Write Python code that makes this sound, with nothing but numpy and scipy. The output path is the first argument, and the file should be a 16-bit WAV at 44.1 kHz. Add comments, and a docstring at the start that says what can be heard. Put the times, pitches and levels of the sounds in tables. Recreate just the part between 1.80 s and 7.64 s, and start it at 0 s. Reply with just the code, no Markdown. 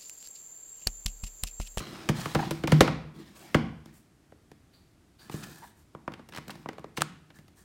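"""A closed plastic laptop is slid round on a desk and let down, knocking on its corners and rubber feet.
Each knock makes laptop and desk ring, and the rubber squeaks as it catches. Fingers swish over the lid,
and a thin hiss passes twice. From about 3.4 s a hand sweeps up the power plug. Its metal tip taps and
scrapes along the case and finds the socket, whose spring snaps round it at 5.2 s. A few faint touches
follow. All of it is heard from close by in a small, quiet room."""
import sys
import numpy as np
from scipy import signal
from scipy.fft import rfft, irfft, next_fast_len
from scipy.io import wavfile
from scipy.ndimage import uniform_filter1d

SR = 44100
rng = np.random.default_rng(int(sys.argv[2]) if len(sys.argv) > 2 else 0)


def output_pcm(signal):
    """Save a mono or channel-first signal as 16-bit PCM at the path in sys.argv[1].

    Samples are clipped to [-1, 1] before scaling.
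    """
    pcm = np.clip(np.atleast_2d(signal).T, -1, 1) * 32767
    wavfile.write(sys.argv[1], SR, np.round(pcm).astype(np.int16))


N = 257544
TIME = np.arange(N) / SR

# The laptop hits the desk: (time [s], level [dB], extra thump [dB], treble fades above [Hz],
# distance through the desk [factor], ring time [factor], pitch the struck spot favours [Hz])
KNOCKS = [(0.003, -52.5, 9.3, 10200.0, 0.82, 0.93, 80.0), (0.2892, -30.5, -0.0, 6500.0, 1.03, 0.62, 136.5),
          (0.456, -40, -2.5, 5200.0, 0.99, 0.65, 952.0), (0.549, -31.5, 4.5, 5200.0, 1.43, 1.0, 797.0),
          (0.709, -37.5, -1.2, 10200.0, 0.75, 0.93, 328.0), (0.8366, -36.5, 1.5, 2900.0, 0.82, 0.9, 327.4),
          (0.8735, -33.5, -8.5, 5200.0, 1.2, 0.96, 152.3), (0.9197, -27.5, 4.5, 4600.0, 1.0, 1.0, 152.6),
          (1.0073, -18.5, -5, 5200.0, 0.56, 0.93, 500.0), (1.076, -33, -5.5, 2600.0, 1.2, 0.54, 950.0),
          (1.7447, -21.5, -7, 2300.0, 0.99, 0.73, 226.0)]
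# Fingers and plug tap desk, case and socket: (time [s], level [dB], extra thump [dB],
# treble fades above [Hz], scrape length [factor], pitch the struck spot favours [Hz])
TAPS = [(2.0584, -59.5, -0.5, 11400.0, 0.82, 328.0), (2.5214, -48.5, -16.1, 599, 1.9, 440.0),
        (2.7162, -60, 2, 6500.0, 0.8, 440.0), (3.497, -49, 0.9, 4600.0, 0.97, 780.0),
        (3.5405, -54, 17.5, 10200.0, 2.3, 440.0), (4.1492, -40, -10.3, 598, 0.79, 950.0),
        (4.278, -28, -16, 600.0, 1, 1460.0), (4.32, -58.5, 10.5, 5200.0, 0.7, 1960.0),
        (4.3376, -50, -6, 3700.0, 1, 2750.0), (4.394, -48.3, -11, 1200.0, 2.3, 229.0),
        (4.4887, -57.5, -18.1, 16000.0, 0.8, 440.0), (4.4942, -64, -4.6, 16000.0, 0.86, 440.0),
        (4.5824, -48.7, 5, 6500.0, 1.4, 1130.0), (4.6809, -51.5, -5, 16000.0, 1.1, 229.0),
        (4.695, -46, -10.1, 2100.0, 1.6, 950.0), (4.705, -49.5, -9.5, 10200.0, 2.6, 2750.0),
        (4.7549, -56, -3, 5200.0, 0.8, 182.0), (4.8587, -37.5, -10, 700.0, 0.99, 1130.0),
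        (4.888, -39, -11, 2590, 0.99, 436), (4.9316, -57.8, -7.8, 4600.0, 0.74, 440.0),
        (4.9823, -45.0, -16, 1700.0, 1.1, 440.0), (4.994, -63.5, 10.8, 8100.0, 0.8, 1130.0),
        (5.043, -42.1, -11.2, 1200.0, 0.9, 440.0), (5.1737, -34, -38.7, 4100.0, 1.2, 229.0),
        (5.181, -45, 3.3, 6500.0, 3.5, 437), (5.2077, -43.5, 2.6, 8100.0, 0.73, 2750.0),
        (5.214, -45.5, -6, 16000.0, 0.72, 182.0), (5.503, -59.5, -2, 2610, 2.0, 2750.0),
        (5.5874, -65.6, 11.5, 16020, 1.8, 2750.0), (5.6811, -64.5, -16, 9070, 2.1, 328.0)]
# The notes at which laptop and desk ring together: (pitch [Hz], level [dB], time to fade by 60 dB [s])
RING_NOTES = [(67, -11, 0.46), (131, -7, 0.19), (153, 0, .3), (182, -3, .2), (228, -4, .25),
              (278, -4, 0.11), (327.5, 0.5, .2), (436, -1, .07), (500, 3.5, 0.047), (779, 0, 0.073),
              (940, -2, .04), (1140, -2, 0.034), (1460, -1.5, 0.036), (1960, -2, .035), (2750, -1, .035)]
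# Borders of the frequency bands in which a hit's level is set: (frequency [Hz])
KNOCK_BANDS = [40, 115, 260, 650, 1800, 4500, 9000, 16000]
TAP_BANDS = KNOCK_BANDS[1:]

# Rubbing strokes: (start [s], length [s], level [dB], pressure [dB])
SLIDES = [(-.03, .31, -46, 0.5), (.34, .2, -42, -7), (.57, .11, -42, 5), (.71, .11, -52, -7),
          (.87, .15, -44, 8)]  # laptop on the desk
SWISHES = [(1.335, 0.044, -58.5, 11.5), (1.38, 0.047, -55.5, 4), (1.45, 0.092, -60.5, 0),
           (1.545, 0.034, -54, -8), (1.59, 0.18, -54.5, 0.5), (2.06, 0.026, -60, 8),
           (2.125, .055, -67.5, -16)]  # fingers on the lid
BRUSHES = [(3.39, 0.11, -60, 0.5), (3.5, .17, -49, 1.5), (3.68, 0.2, -57, -1), (3.95, 0.061, -71, -7),
           (4.5, 0.14, -62, 9), (4.66, 0.17, -60.5, 8), (5.535, 0.039, -59.5, 1),
           (5.755, 0.057, -62.5, -6.5)]  # hand and plug on desk and case
# Rubber and skin catch and judder: (time [s], length [s], pitch [Hz], level [dB])
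SQUEAKS = [(.586, 0.025, 830, -29), (.621, .024, 835, -32), (.657, .03, 900, -46), (3.815, 0.044, 900, -47)]
# The case's edge and the plug's barrel scratch: (time of peak [s], spread [s], level [dB])
SCRATCHES = [(.411, .006, -39), (3.637, .006, -45), (4.564, 0.0026, -44), (4.709, 0.0046, -48),
             (5.178, .0065, -41.5)]
# A thin hiss comes and goes: (time [s], level [dB])
THIN_HISSES = [(2.925, -61.5), (3.383, -55.5)]

# A sound's colour is how strong it is from bass to treble: (frequency [Hz], level [dB])
KNOCK_COLOUR = [(68, -7), (173, 1.3), (411, -1.36), (1080, -3), (2850, -5), (6360, -7.5), (12000, -7.5)]  # all knocks, per band
TAP_COLOUR = [(173, 1.6), (411, -4), (1080, -5), (2850, -6), (6360, -7.5), (12000, -7)]  # all taps, per band
SNAP_COLOUR = [(60, -26), (200, -13), (600, -5.5), (900, 0), (1280, 5), (1750, -1.5), (2100, -7),
               (2700, -5.5), (3800, -8), (5200, -14), (6400, -8.5), (9300, -8), (11500, -19.5),
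               (15500, -19)]  # the socket's spring
SLIDE_COLOUR = [(300, -10), (680, -0.5), (850, -3), (1280, -1), (1500, -5), (1830, -3.5), (2400, -6.5),
                (4100, -7), (5500, -11.5), (9000, -22.5), (15000, -39.5)]  # surfaces under slides and swishes
BRUSH_COLOUR = [(300, -22), (700, -0.5), (1200, -1.5), (1550, -1.5), (1720, 6.5), (1950, -7), (3000, -9),
                (4500, -7), (8000, -20), (14000, -51)]  # surfaces under hand and plug
RUMBLE_COLOUR = [(30, -36), (70, -14), (115, -12), (152, -1), (190, -2), (230, -6.5), (275, -11), (335, -4),
                 (500, -21), (1000, -42.5)]  # the desk shaken by rubbing
RUB_HISS_COLOUR = [(2000, -36.5), (5000, -3.5), (7000, 0.5), (9300, 1), (10500, -4.5), (13000, -3),
                   (15500, -5)]  # the hiss of rubbing
SCRATCH_COLOUR = [(500, -20), (1500, -4), (2900, 0), (3600, -4), (4400, 0), (6300, -3), (9400, -8),
                  (15000, -14)]  # gritty scratches
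ECHO_COLOUR = [(60, -7), (130, -6.5), (260, -4), (500, -12.5), (1200, -10), (2500, -8.5), (6000, -10),
               (14000, -12)]  # what the walls send back
THIN_HISS_COLOUR = [(1000, -10), (3200, -12), (3900, -5), (4700, 2), (5200, -18), (12000, -19)]  # the passing hiss
AIR_COLOUR = [(15, -36), (25, -9.5), (74, 0.5), (190, -6), (326, -7), (531, -21), (624, -17.5),
              (988, -23.5), (1260, -22), (2840, -28), (8590, -32), (14800, -40), (16000, -47.5)]  # the room's air
# How long the room's echo lasts: (frequency [Hz], time to fade by 60 dB [s])
ECHO_TIMES = [(70, .75), (150, .6), (300, .52), (1000, .58), (2500, .56), (5000, 0.47), (9000, 0.35),
              (15000, 0.24)]


def knocks():
    """The laptop lands on the desk and both ring. Gives two tracks: (to the microphone, into the room)."""
    out = np.zeros((2, N))
    for time, db, thump_db, soft_hz, distance, ring, spot_hz in KNOCKS:
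        levels = band_levels(KNOCK_BANDS, KNOCK_COLOUR, db, thump_db, soft_hz, spot_hz)
        pair = hit(samples=16000, ring=ring, notes_db=-45, spot_hz=spot_hz, spot_db=8.5,
                   crack_s=0.029, crack_db=-13.5, shell_s=0.083, shell_db=-25)
        for track, sound in zip(out, pair):
            arrived = cross_desk(sound, travel_s=0.014 * distance)
            add(track, time, set_bands(arrived, KNOCK_BANDS, levels, below_db=-6))
    return out


def taps():
    """Fingers and plug touch lightly, some with a little scrape: (to the microphone, into the room)."""
    out = np.zeros((2, N))
    for time, db, thump_db, soft_hz, scrape, spot_hz in TAPS + skid():
        levels = band_levels(TAP_BANDS, TAP_COLOUR, db, thump_db, soft_hz, spot_hz)
        pair = hit(samples=4500, ring=0.63, notes_db=-46.5, spot_hz=spot_hz, spot_db=10.5,
                   crack_s=0.016 * scrape, crack_db=-13, shell_s=0.037, shell_db=-21.5)
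        for track, sound in zip(out, pair):
            arrived = cross_desk(sound, travel_s=0.00602)
            add(track, time, set_bands(arrived, TAP_BANDS, levels, below_db=-9.5))
    return out


def skid(start_s=4.5232, gap_s=0.0125, first_db=-53.5, growth_db=2):
    """The plug's tip skids in five even slips that grow stronger. Gives rows like those of TAPS."""
    thump_db, scrape, spot_hz = -16, 1.7, 1960
    soft_hz = 4800 * 2 ** (0.35 * rng.uniform(-1.03, 1.03, 5))  # each is harder or softer by chance
    return [(start_s + k * gap_s, first_db + k * growth_db, thump_db, hz, scrape, spot_hz)
            for k, hz in enumerate(soft_hz)]


def snap(time_s=5.2195, burst_s=0.0018, ring_s=0.029, ring_db=-17):
    """The socket's spring lets go and rings for a moment: (to the microphone, into the room)."""
    t = np.arange(4500) / SR
    fade = np.exp(-t / burst_s) + amp(ring_db) * np.exp(-np.log(1000) * t / ring_s)
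    grit = rng.standard_normal(len(t)) * fade
    push = signal.unit_impulse(len(t))
    near = 1.02 * push + 0.8 * grit / np.linalg.norm(grit)
    out = np.zeros((2, N))
    for track, sound in zip(out, [near, amp(-5) * push]):
        add(track, time_s, amp(10) * colour(cross_desk(sound, travel_s=0.00395), SNAP_COLOUR))
    return out


def hit(samples, ring, notes_db, spot_hz, spot_db, crack_s, crack_db, shell_s, shell_db):
    """A push starts the notes ringing: (with a crack and the shell's noisy ring, plain for the room)."""
    t = np.arange(samples) / SR
    fall = -np.log(1000) * t  # exp(fall / x) drops by 60 dB in x seconds
    fade = amp(crack_db) * np.exp(fall / crack_s) + amp(shell_db) * np.exp(fall / shell_s)
    noise = rng.standard_normal(samples) * fade
    bright_noise = signal.lfilter(*signal.butter(2, 480, "high", fs=SR), noise)
    plain = signal.unit_impulse(samples)
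    for hz, db, fade_s in RING_NOTES:
        lift_db = spot_db * hump(hz, spot_hz, octaves=0.18)
        plain += amp(notes_db + db + lift_db) * np.cos(2 * np.pi * hz * t) * np.exp(fall / (fade_s * ring))
    return plain + bright_noise, plain


def band_levels(edges, base_colour, db, thump_db, soft_hz, spot_hz):
    """Weight adds thump to a hit, a soft touch loses treble, and the struck spot lifts its own pitch."""
    hz = band_centres(edges)
    weight_db = thump_db * hump(hz, 179, octaves=1.4)
    spot_db = 7 * hump(hz, spot_hz, octaves=0.8)
    treble_loss_db = 10 * np.log10(1 + (hz / soft_hz) ** 3.09)
    return db + read(base_colour, hz) + weight_db + spot_db - treble_loss_db


def set_bands(x, edges, levels, below_db, above_db=-4):
    """Steers a hit's first 35 ms toward the given band levels; it fades beyond the outer bands."""
    count, size = round(0.035 * SR), 4096
    hz = np.fft.rfftfreq(size, 1 / SR)
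    power = 2 * abs(rfft(x[:count], size)) ** 2 / (size * count)
    band_power = np.histogram(hz, edges, weights=power)[0]
    gain_db = levels - 10 * np.log10(band_power + 1e-20)
    bottom, top = (edges[0] / 2, gain_db[0] + below_db), (edges[-1], gain_db[-1] + above_db)
    return colour(x, [bottom, *zip(band_centres(edges), gain_db), top])


def cross_desk(x, travel_s):
    """Bending waves cross the desk: the treble arrives first, the bass after nearly travel_s."""
    size = next_fast_len(len(x) + 2048)
    hz = np.fft.rfftfreq(size, 1 / SR)
    delay_s = travel_s * np.maximum(np.sqrt(100 / np.maximum(hz, 100)) - 0.12, 0)
    phase = 2 * np.pi * np.cumsum(delay_s) * hz[1]
    return irfft(rfft(x, size) * np.exp(-1j * phase), size)[:len(x)]


def rubbing(strokes, surface_colour, rumble_db, hiss_db, grain_db):
    """Rubbing shakes the desk, sounds the surface and hisses. Pressing gives more rumble, less hiss."""
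    out = np.zeros(N)
    layers = [(RUMBLE_COLOUR, rumble_db, 1), (surface_colour, 0, 0), (RUB_HISS_COLOUR, hiss_db, -0.94)]
    for layer_colour, layer_db, pressure_effect in layers:
        level = sum(amp(db + layer_db + pressure_effect * pressure_db) * stroke(start, length)
                    for start, length, db, pressure_db in strokes)
        out += level * unit(colour(friction(grain_db, grains_per_s=350), layer_colour))
    return out


def stroke(start, length, rise_s=0.027, sag_db=-4, fade_s=0.034):
    """The loudness of one rub: it gets going, loses speed and dies away."""
    t = TIME - start
    rise = np.clip(t / rise_s, 0, 1)
    sag = amp(sag_db * np.clip(t / length, 0, 1))
    return rise * sag * np.exp(-np.maximum(t - length, 0) / fade_s)


def friction(grain_db, grains_per_s, patch_db=2.5):
    """Noise that jumps as rough spots catch and let go; its colour shifts as the contact moves."""
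    roughness = np.interp(TIME * grains_per_s, np.arange(N), rng.standard_normal(N))
    grainy = rng.standard_normal(N) * amp(grain_db * roughness)
    spectra = signal.stft(grainy, nperseg=512)[2]
    patches = uniform_filter1d(rng.standard_normal(spectra.shape), size=3, axis=0)  # smooth over pitch
    patches = uniform_filter1d(patches, size=18, axis=1)  # and over time
    return signal.istft(spectra * amp(patch_db * unit(patches)))[1][:N]


def squeaks(overtone_db=-10, unevenness=0.2):
    """Rubber and skin stick and slip quickly, making short, wobbly tones."""
    out = np.zeros(N)
    for time, length, hz, db in SQUEAKS:
        wobble = unit(uniform_filter1d(rng.standard_normal(SR), size=30))[:round(length * SR)]
        phase = 2 * np.pi * np.cumsum(hz * (1 + unevenness * wobble)) / SR
        tone = sum(amp(overtone_db * k) * np.sin((k + 1) * phase) for k in range(4))
        add(out, time, amp(db) * unit(tone) * signal.windows.tukey(len(phase), 0.7))
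    return out


def scratches():
    """The case's edge and the plug's metal barrel scrape in short, gritty swells."""
    level = sum(amp(db) * np.exp(-0.5 * ((TIME - time) / spread) ** 2) for time, spread, db in SCRATCHES)
    return level * unit(colour(friction(grain_db=4, grains_per_s=900), SCRATCH_COLOUR))


def room(x, first_echo_s=0.0035, build_up_s=0.011):
    """The walls answer with a blur of echoes whose treble dies first."""
    hz, frame_s, spectra = signal.stft(rng.standard_normal(SR), SR, nperseg=256)
    fade = np.exp(-np.log(1000) * frame_s / read(ECHO_TIMES, hz)[:, None])
    tail = signal.istft(spectra * fade, SR)[1][:SR]
    tail *= np.clip((TIME[:SR] - first_echo_s) / build_up_s, 0, 1)
    tail = colour(tail / np.linalg.norm(tail), ECHO_COLOUR)
    return amp(-3.5) * signal.fftconvolve(x, tail)[:N]


def background(air_db=-61.5, rise_s=0.014, fade_db_per_s=115):
    """Steady room air, and a thin hiss that twice starts quickly and fades."""
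    air, hiss = rng.standard_normal((2, N))
    hiss_level = np.zeros(N)
    for time, db in THIN_HISSES:
        age = np.maximum(TIME - time, 0)
        hiss_level += np.minimum(age / rise_s, 1) * amp(db - fade_db_per_s * age)
    return amp(air_db) * unit(colour(air, AIR_COLOUR)) + hiss_level * unit(colour(hiss, THIN_HISS_COLOUR))


def colour(x, points):
    """Gives x a colour. The filter never sounds ahead of its input, so hits stay sharp."""
    size = 4096
    log_gain = np.log(amp(read(points, abs(np.fft.fftfreq(size, 1 / SR)))))
    response = np.exp(np.conj(signal.hilbert(log_gain)))
    return signal.oaconvolve(x, irfft(response[:size // 2 + 1])[:size // 2])[:len(x)]


def read(points, hz):
    """Reads between a table's rows, with frequency spaced by octaves."""
    row_hz, values = np.transpose(points)
    return np.interp(np.log(hz + 1), np.log(row_hz + 1), values)


def hump(hz, centre_hz, octaves):
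    """A bell curve that is 1 at the centre pitch."""
    return np.exp(-(np.log2(hz / centre_hz) / octaves) ** 2)


def band_centres(edges):
    """The middle pitch of each band."""
    return np.sqrt(np.multiply(edges[:-1], edges[1:]))


def amp(db):
    """Turns decibels into a multiplier."""
    return 10 ** (np.asarray(db) / 20)


def unit(x):
    """Scales x to an average power of 1."""
    return x / np.sqrt(np.mean(x ** 2) + 1e-20)


def add(mix, time, sound):
    """Mixes a sound in at a time in seconds."""
    part = mix[max(round(time * SR), 0):][:len(sound)]
    part += sound[:len(part)]


def scene():
    """Laptop, hand and plug in the room, as one channel."""
    near, into_room = knocks() + taps() + snap()
    rubs = squeaks() + scratches()
    rubs += rubbing(SLIDES, SLIDE_COLOUR, rumble_db=0, hiss_db=-14, grain_db=2)
    rubs += rubbing(SWISHES, SLIDE_COLOUR, rumble_db=-0.5, hiss_db=-7, grain_db=2)
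    rubs += rubbing(BRUSHES, BRUSH_COLOUR, rumble_db=0.5, hiss_db=-2.5, grain_db=2.5)
    return (near + rubs + room(into_room + rubs) + background())[None]


def record(dry):
    """The microphone drops the deepest bass; then the highest treble is cut."""
    x = signal.sosfilt(signal.butter(2, 35, "high", fs=SR, output="sos"), dry)
    treble_cut = signal.firwin(401, 16100, window=("kaiser", 9), fs=SR)
    return signal.oaconvolve(x, treble_cut[None], "same")


dry = scene()
out = record(dry)
output_pcm(out)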